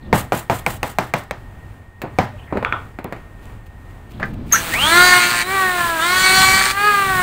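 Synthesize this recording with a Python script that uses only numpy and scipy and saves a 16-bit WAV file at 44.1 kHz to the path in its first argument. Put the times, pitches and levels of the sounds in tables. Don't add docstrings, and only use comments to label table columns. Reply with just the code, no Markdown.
import sys
import numpy as np
from scipy import signal
from scipy.fft import rfft, irfft
from scipy.io import wavfile
from scipy.ndimage import uniform_filter1d

SR = 44100
rng = np.random.default_rng(int(sys.argv[2]) if len(sys.argv) > 2 else 0)


def store_wav(level_fs):
    pcm = np.round(np.clip(np.atleast_2d(level_fs), -1, 1) * 32767)
    wavfile.write(sys.argv[1], SR, pcm.T.astype(np.int16))


N = 318703
T = np.arange(N) / SR

FLOOR_COLOUR = [(25, -12.5), (42, -0.5), (62, -6.5), (105, -3.5), (140, -14), (250, -18.5), (550, -26.5),
                (800, -24.5), (1600, -32), (2300, -35.5), (5500, -52.5), (8300, -48.5), (11000, -54),
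                (15000, -51)]
FLOOR_DB = -37.7
# [t/s, length/s, level/dB]
LOW_RUMBLES = [(0, .3, -29), (4.08, .58, -28.5), (4.6, .45, -31), (6.25, .42, -27), (6.98, .3, -29)]

# [f/Hz, t60/s]
SHED_DECAY = [(100, 0.23), (260, 0.24), (700, 0.27), (1840, 0.31), (5000, 0.33), (12000, 0.13)]
# [f/Hz, relative level/dB, t60/s]
BENCH_MODES = [(122.4, -1.5, 0.47), (205, -3, 0.19), (382, -3, .1), (517, 1.5, .09), (672, 3.5, 0.078),
               (756, 3.5, 0.086), (829, -14, 0.099), (918, -1, 0.15), (1000, -3.5, 0.24), (1230, -12, 0.35),
               (1470, -12, 0.19), (1670, -18, 0.063), (1840, -16, 0.35)]
STEEL_MODES = [(1190, -10, 0.33), (1319, -9.5, 0.22), (1410, -9, .3), (1480, 5, 0.24), (1810, 4, .12),
               (3370, -6, 0.16), (3410, -6, 0.19)]
BENCH_RING_COLOUR = [(41, -45), (70, -6), (107, -2.5), (195, -1), (418, -9.5), (849, -4.5), (985, -12),
                     (1080, -10), (2110, -16.5), (2320, -22), (4800, -33.5), (5170, -33), (6000, -35.5),
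                     (7800, -41), (13200, -120)]
STEEL_RING_COLOUR = [(180, -44), (300, -8), (501, -8), (1010, -1), (1360, 3), (1800, -19), (2260, -11.5),
                     (3100, -21), (3420, -16), (4110, -37), (9000, -56), (11700, -90), (19800, -120)]

# [t/s, knock level/dB, brightness/dB per octave, bench ring level/dB]
KNOCKS = [(2.018, -20.5, 5, -19.5), (2.037, -20, -4, -15.5), (2.525, -12, -2.5, -13),
          (2.556, -17, -4.5, -14), (2.572, -11.5, 0, -14), (2.627, -15, 0, -16), (2.988, -19.5, 1.5, -22),
          (3.046, -20.5, -2.5, -18), (3.125, -17.5, 2.5, -18), (3.165, -33, 2, -37),
          (4.199, -23.5, 2.5, -17)]
# [t/s, clack level/dB, brightness/dB per octave, ring level/dB]
CLACKS = [(2.6487, -8, 1.5, -14), (2.7250, -10.5, -0.5, -13.5), (3.044, -27, 16, -43)]
# [t/s, length/s, start f/Hz, end f/Hz, relative pitch wander, level/dB]
SCRAPES = [(0, 0.1, 4000, 3200, 604, -52), (2.33, 0.041, 597, 595, 30, -32.5),
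           (2.344, 0.15, 2600, 3260, 400, -47.5), (2.449, 0.099, 1650, 2160, 298, -37.5),
           (2.487, 0.047, 820, 806, 300, -39), (4.105, 0.12, 3170, 3100, 800, -50)]
# [t/s, length/s, level/dB]
RUSTLES = [(3.408, 0.063, -54), (3.655, .03, -52), (3.878, 0.062, -57), (4.08, 0.07, -51),
           (4.21, 0.13, -49), (4.33, .02, -48), (4.43, 0.17, -45.5)]
KNOCK_COLOUR = [(47, -24), (80, -6), (224, 0.5), (669, -4.5), (2440, -18.5), (3310, -34), (4310, -34.5),
                (5850, -50), (6970, -43.5), (9270, -51), (15000, -49)]
CLACK_COLOUR = [(88, -53), (150, -6.5), (850, -9), (1430, 4.5), (1980, -4), (2310, 1.5), (2810, -5),
                (3210, -27), (3820, -20.5), (5200, -37), (15000, -51)]

# [t/s, blow level/dB, brightness/dB per octave, bench ring level/dB, chips level/dB]
BLOWS = [(0.1286, 1, -1.5, 3, -30), (0.3218, -1.5, -0.5, -1.5, -32.5), (0.4984, -2, 0, -1, -34.5),
         (0.6639, -2.5, 2, -5, -36.5), (0.8309, -6, 2.5, -5, -39.5), (.9860, -1.5, 2, -3, -43.5),
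         (1.1382, -3.5, 2, -3.5, -46), (1.3100, -9.5, 2, -15, -71), (2.1870, 2, -0.5, -0.5, -51)]
BLOW_COLOUR = [(47, -54), (80, -3.5), (325, -7), (684, 2.5), (1540, -10), (1720, -10.5), (2380, -7.5),
               (3030, -21.5), (4400, -28), (5720, -35.5), (6530, -29.5), (7280, -36.5), (8300, -29),
               (10300, -45.5), (15000, -37)]

# [t/s, clack level/dB, brightness/dB per octave]
PLANER_CLACKS = [(4.221, -27, -3), (4.229, -13, -3), (4.238, -35, -2), (4.515, -26, 4.5), (4.532, -16, 3),
                 (4.560, -16, 8.5), (4.738, -17, 10), (5.422, -23, 5.5), (6.575, -14, 0.5), (6.612, -12, 1),
                 (6.655, -19, 4), (6.712, -20, 10)]
PLANER_CLACK_COLOUR = [(200, -12), (500, -7), (800, -2.5), (1200, 1), (1800, 9), (2600, -9.5), (4000, -19),
                       (6000, -27), (15000, -47)]

SWITCH_ON_S, SQUEAL_ATTACK_S, SQUEAL_HOLD_S, SQUEAL_SAG_S, SQUEAL_T60_S = 4.522, .004, .014, .014, .115
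SQUEAL_HZ, SQUEAL_END_HZ, SQUEAL_DB = 6550, 5920, -7.5

# [pressed t/s, released t/s]
TRIGGER = [(4.491, 4.571), (4.728, 5.538), (6.002, 6.878)]
PULL_HZ_PER_S, ZERO_PULL_HZ, PULL_FADE, COAST_S = 2766, 483.7, 1.119, 2.383
# [enters t/s, full drag t/s, bites hardest t/s, leaves t/s, full drag/Hz per s,
# drag on leaving/Hz per s, level/dB, uneven knives level/dB, extra whine/dB (air takes half)]
CUTS = [(4.754, 5.107, 5.02, 5.42, 477, 541, -1, 1, 2.5), (5.919, 6.231, 6.39, 6.71, 348, 270, .4, -10, -4)]
RAGGED_S, EXIT_S, RECOVER_S = .3, .02, .1
LAST_BITE = .95
CHATTER_RATIO, CHATTER_DECAY, CHATTER_SHARE = 1 / 3, .3, .7
DRUM_RATIO = .5

BUZZ_DB, BUZZ_RAGGED_DB = -15.2, -7
RASP_DB, RASP_RAGGED_DB = -21.7, -3
TEAR_DB, TEAR_RAGGED_DB = -16.4, 2.6
WHINE_DB, WHINE_BITE_DB, WHINE_RAGGED_DB = -17, 6.5, -13
AIR_DB, AIR_BITE_DB, AIR_RAGGED_DB = -22.7, 6, -7.5
FAN_DB = -13
# [multiple of motor speed, level against the whine/dB]
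OVERTONES = [(1, -15), (2, -11.5), (6, -16), (7, -22), (8, -30), (9, -27), (10, -27), (11, -25), (12, -36)]
HOUSING_COLOUR = [(800, -9), (950, -4.5), (1050, -6), (1170, -1), (1250, 0), (1320, -4.5), (1500, -5),
                  (1620, -3), (1760, -3.5), (1930, -8), (2080, -16)]
FAN_COLOUR = [(800, -35), (1350, 1), (1950, -3), (2550, -11), (3150, -4), (3650, -15), (4000, -30)]
AIR_COLOUR = [(60, -14), (140, 0), (220, -1.5), (500, -7), (900, -3.5), (1300, 0.5), (2000, -1.5),
              (2900, -4.5), (4200, -6.5), (5500, -16), (7000, -12), (8400, -7), (10500, -14.5),
              (13000, -16.5), (15300, -8)]
BUZZ_COLOUR = [(1500, -29), (2250, 5.5), (2600, -6.5), (3020, -3), (3400, -6), (3700, -12.5), (4100, -3.5),
               (4550, 0.5), (5000, -18)]
RASP_COLOUR = [(4500, -5), (5400, -2), (6200, 1.5), (7400, 1), (8700, 5), (10000, -6.5), (12000, -10),
               (15000, -5)]
TEAR_COLOUR = [(80, -21), (200, -5), (500, -16.5), (900, -3), (1300, -3), (1950, 3), (2700, -7), (3500, -6),
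               (4450, 2), (5200, -12.5), (7000, -11), (8500, -6.5), (11000, -21), (15000, -20)]

TOP_HZ = 15650


def undb(db):
    return 10 ** (np.asarray(db) / 20)


def unit(x):
    return x / np.sqrt(np.mean(x ** 2) + 1e-18)


def lookup(hz, table):
    f, value = np.transpose(table)
    return np.interp(np.log(hz + 1e-3), np.log(f), value)


def colour(x, table):
    hz = np.fft.rfftfreq(len(x), 1 / SR)
    return unit(irfft(rfft(x) * undb(lookup(hz, table)), len(x)))


def walk(rate):
    k = max(int(SR / rate), 1)
    steps = np.repeat(rng.standard_normal(N // k + 2), k)[:N]
    return unit(uniform_filter1d(uniform_filter1d(steps, k), k))


def grains(spread_db):
    sizes = undb(spread_db * rng.standard_normal(N // 16 + 1))
    return unit(rng.standard_normal(N) * np.repeat(sizes, 16)[:N])


def add(out, s, x):
    i = max(int(s * SR), 0)
    out[i:i + len(x)] += x[:N - i]


def fade(t, t60):
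    return np.exp(-np.log(1000) * t / t60)


def shed(x, wet_db, t60=0.17):
    t = T[:SR // 4]
    echoes = rng.standard_normal(len(t)) * fade(t, t60) * (t > .002)
    wet = signal.fftconvolve(x, echoes / np.linalg.norm(echoes))[:N]
    return (x + undb(wet_db) * wet) / np.hypot(1, undb(wet_db))


def contact(table, tilt_db, rattle, rattle_s):
    size = 4096
    hz = np.fft.rfftfreq(size, 1 / SR)
    level_db = lookup(hz, table) + tilt_db * np.log2(np.maximum(hz, 100) / 1000)
    cepstrum = irfft(np.log(undb(level_db)))
    cepstrum[1:size // 2] *= 2
    cepstrum[size // 2 + 1:] = 0
    chatter = unit(rng.standard_normal(size) * np.exp(-T[:size] / rattle_s))
    push = rattle * chatter / np.sqrt(size)
    push[0] += 1
    crack = irfft(np.exp(rfft(cepstrum)) * rfft(push))
    return crack / np.sqrt(np.sum(crack ** 2) / (SR / 200))


def ring(modes, table, tilt_db, modes_db, dense_db, build_s):
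    t = T[:SR // 2]

    def tilt(hz):
        return undb(tilt_db * np.log2(hz / 1000))

    clear = 0
    for hz, db, t60 in modes:
        size = rng.choice([-1, 1]) * undb(db + 2 * rng.standard_normal()) * tilt(hz)
        struck_hz = hz * (1 + 0.0116 * rng.standard_normal())
        clear = clear + size * fade(t, t60) * np.sin(2 * np.pi * struck_hz * t)
    noise = rfft(colour(rng.standard_normal(len(t)), table))
    octave = np.log2(np.maximum(np.fft.rfftfreq(len(t), 1 / SR), 64))
    dense = 0
    for k in range(6, 15):
        band = irfft(noise * np.maximum(1 - abs(octave - k), 0), len(t))
        dense = dense + band * tilt(2 ** k) * fade(t, lookup(2 ** k, SHED_DECAY))
    return undb(modes_db) * clear + undb(dense_db) * dense * (1 - np.exp(-t / build_s))


def surroundings():
    rumble = colour(rng.standard_normal(N), FLOOR_COLOUR) * undb(2.26 * walk(9)) * undb(FLOOR_DB)
    drone_hz = 1850 + 22 * walk(200)
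    drone = np.sin(2 * np.pi * np.cumsum(drone_hz) / SR) * undb(-51.7 + 1.8 * walk(40))
    return rumble + drone * np.clip((4.12 - T) / 0.024, 0, 1)


def low_rumbles():
    swell = np.zeros(N)
    for s, length, db in LOW_RUMBLES:
        add(swell, s, undb(db) * np.sqrt(np.hanning(int(length * SR))))
    rumble = colour(rng.standard_normal(N), [(25, -5), (55, -1.5), (110, -1), (230, -3.5), (400, -16),
                                             (1200, -30), (4000, -44), (12000, -77)])
    return swell * rumble


def handling():
    out, rustle = np.zeros((2, N))
    for s, db, tilt_db, ring_db in KNOCKS:
        add(out, s, undb(db - 3) * contact(KNOCK_COLOUR, tilt_db, rattle=1.6, rattle_s=0.0067))
        body = ring(BENCH_MODES, KNOCK_COLOUR, 0.53 * tilt_db, modes_db=-20, dense_db=-10.5, build_s=0.0028)
        add(out, s, undb(ring_db) * body)
    for s, db, tilt_db, ring_db in CLACKS:
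        add(out, s, undb(db - 4) * contact(CLACK_COLOUR, tilt_db, rattle=0.4, rattle_s=0.0012))
        body = ring(STEEL_MODES, STEEL_RING_COLOUR, .4 * tilt_db, modes_db=-17.5, dense_db=-6.5, build_s=0.0039)
        add(out, s, undb(ring_db) * body)
    for s, length, start_hz, end_hz, wander, db in SCRAPES:
        n = int(length * SR)
        hz = np.linspace(start_hz, end_hz, n) + wander * 0.79 * walk(1500)[:n]
        swell = undb(db + 3.3 * walk(170)[:n]) * np.hanning(n)
        add(out, s, swell * np.sin(2 * np.pi * np.cumsum(hz) / SR))
    for s, length, db in RUSTLES:
        add(rustle, s, undb(db) * np.hanning(int(length * SR)))
    shavings = colour(grains(spread_db=6),
                      [(800, -5), (2500, 9), (5500, -4), (8500, -2), (11000, -7), (15000, -2)])
    return out + rustle * shavings


def hammering():
    out, patter = np.zeros((2, N))
    t = T[:SR // 3]
    flight = np.exp(-.5 * ((t - .045) / 0.035) ** 2) + 0.26 * fade(t, 0.63)
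    for s, db, tilt_db, ring_db, chips_db in BLOWS:
        add(out, s, undb(db - 7.5) * contact(BLOW_COLOUR, tilt_db, rattle=1.25, rattle_s=0.0034))
        body = ring(BENCH_MODES, BENCH_RING_COLOUR, 0.32 * tilt_db, modes_db=-21, dense_db=-13.5, build_s=0.0024)
        add(out, s, undb(ring_db) * body)
        add(patter, s, undb(chips_db) * flight)
    chips = colour(grains(spread_db=2.5),
                   [(1500, -3), (3000, 1.5), (5500, -9), (7800, 1), (10500, -4), (14500, -2)])
    return out + patter * chips * undb(2.5 * walk(150))


def planer_clacks():
    out = np.zeros(N)
    for s, db, tilt_db in PLANER_CLACKS:
        add(out, s, undb(db) * contact(PLANER_CLACK_COLOUR, tilt_db, rattle=2.5, rattle_s=.006))
    return shed(out, wet_db=-5.5)


def brushes():
    t = T - SWITCH_ON_S
    hz = np.interp(t, [SQUEAL_HOLD_S, SQUEAL_HOLD_S + SQUEAL_SAG_S], [SQUEAL_HZ, SQUEAL_END_HZ])
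    envelope = np.clip(t / SQUEAL_ATTACK_S, 0, 1) * fade(np.maximum(t - SQUEAL_HOLD_S, 0), SQUEAL_T60_S)
    phase = 2 * np.pi * np.cumsum(hz * (1 + 0.0234 * walk(900))) / SR
    squeal = undb(SQUEAL_DB + 2 * walk(300)) * (np.sin(phase) + undb(-12) * np.sin(2 * phase))
    return shed(squeal * envelope, wet_db=-5.5)


def cutting(powered):
    drag, bite, ragged, strength, uneven, extra_db = np.zeros((6, N))
    for enters, full, hardest, leaves, full_drag, last_drag, db, uneven_db, whine_db in CUTS:
        free = leaves + EXIT_S
        drag += np.interp(T, [enters, full, leaves, free], [0, full_drag, last_drag, 0])
        depth = np.interp(T, [enters, hardest, leaves, free], [0, 1, LAST_BITE, 0]) * powered
        recovery = np.clip(1 - (T - leaves) / RECOVER_S, 0, 1)
        rough = np.clip((T - hardest) / RAGGED_S, 0, 1) ** 2 * recovery
        bite += depth
        ragged += rough
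        strength += undb(db) * depth
        uneven += undb(uneven_db) * rough
        extra_db += whine_db * depth
    return drag, bite, ragged, strength, uneven, extra_db


def motor_speed(powered, drag):
    step = 32
    hz, speeds = 0., []
    for on, wood in zip(powered[::step].tolist(), drag[::step].tolist()):
        pull = on * PULL_HZ_PER_S * max(1 - hz / ZERO_PULL_HZ, 0) ** PULL_FADE
        hz += (pull - hz / COAST_S - wood) * step / SR
        speeds.append(max(hz, 0))
    return np.interp(T, T[::step], speeds)


def planer():
    powered = sum(1. * (T > pressed) * (T < released) for pressed, released in TRIGGER)
    powered = uniform_filter1d(powered, size=600)
    drag, bite, ragged, strength, uneven, extra_db = cutting(powered)
    hz = motor_speed(powered, drag) * (1 + 0.0014 * walk(60))
    turn = 2 * np.pi * np.cumsum(hz) / SR
    drum = DRUM_RATIO * turn
    shaken = turn + (0.03 + 0.012 * bite + 0.04 * ragged) * walk(200)

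    def partial(phase, flutter_db):
        return np.sqrt(2) * np.sin(phase + rng.uniform(0, 2 * np.pi)) * undb(flutter_db * walk(26))

    def stack(table, order, count, flutter_db, offset=0):
        lines = sum(undb(lookup(k * hz, table)) * partial(k * shaken + offset, flutter_db)
                    for k in range(order, order + count))
        return lines / np.sqrt(np.average(lines ** 2, weights=bite))

    whine_db = WHINE_DB + WHINE_BITE_DB * bite ** 2 + WHINE_RAGGED_DB * ragged + extra_db
    whine = sum(undb(whine_db + lookup(k * hz, HOUSING_COLOUR)) * partial(k * shaken, flutter_db=2.4)
                for k in (3, 4, 5))
    whine = shed(whine, wet_db=-12)
    overtones = sum(undb(db) * partial(round(k) * shaken, flutter_db=3) for k, db in OVERTONES)
    whine += undb(whine_db) * overtones
    whine *= (hz / 400) ** 2.2 * undb(1.6 * walk(140))

    fan = undb(FAN_DB + lookup(11 * hz, FAN_COLOUR)) * partial(11 * turn + .6 * walk(500), flutter_db=2)
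    fan *= powered * undb(3.2 * walk(130))

    knives = stack(BUZZ_COLOUR, order=6, count=8, flutter_db=3.8)
    commutator = stack(RASP_COLOUR, order=14, count=27, flutter_db=3.5)
    between = stack(TEAR_COLOUR, order=2, count=7, flutter_db=4.5, offset=drum)
    fibres = grains(spread_db=4) * (1 + 0.69 * np.cos(2 * drum))
    tearing = colour(fibres, TEAR_COLOUR) * undb((1 + 1.3 * ragged) * walk(90))

    air = colour(rng.standard_normal(N) * (1 + 0.29 * np.cos(turn)), AIR_COLOUR) * undb(0.92 * walk(25))
    air_db = AIR_DB + AIR_BITE_DB * bite + AIR_RAGGED_DB * ragged + extra_db / 2
    air *= undb(air_db) * (T > SWITCH_ON_S)

    buzz = undb(BUZZ_DB + BUZZ_RAGGED_DB * ragged) * knives
    rasp = undb(RASP_DB + RASP_RAGGED_DB * ragged) * commutator
    tear = undb(TEAR_DB + TEAR_RAGGED_DB * ragged) * (tearing + uneven * between) / np.hypot(1, uneven)
    load = strength * (buzz + rasp + tear)
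    bounce_phase = CHATTER_RATIO * turn / (2 * np.pi) % 1
    bounces = unit(np.exp(-bounce_phase / CHATTER_DECAY))
    load *= 1 + np.clip(CHATTER_SHARE * ragged, 0, 1) * (bounces - 1)
    return whine + shed(fan, wet_db=-5.5) + shed(load, wet_db=-12) + air


def scene():
    background = surroundings() + low_rumbles()
    bench_work = handling() + hammering()
    planing = planer_clacks() + brushes() + planer()
    return np.tile(background + bench_work + planing, (2, 1))


def record(dry):
    rounded = dry / (1 + dry ** 6) ** (1 / 6)
    return signal.sosfilt(signal.ellip(10, .2, 70, TOP_HZ, fs=SR, output="sos"), rounded)


dry = scene()
out = record(dry)
store_wav(out)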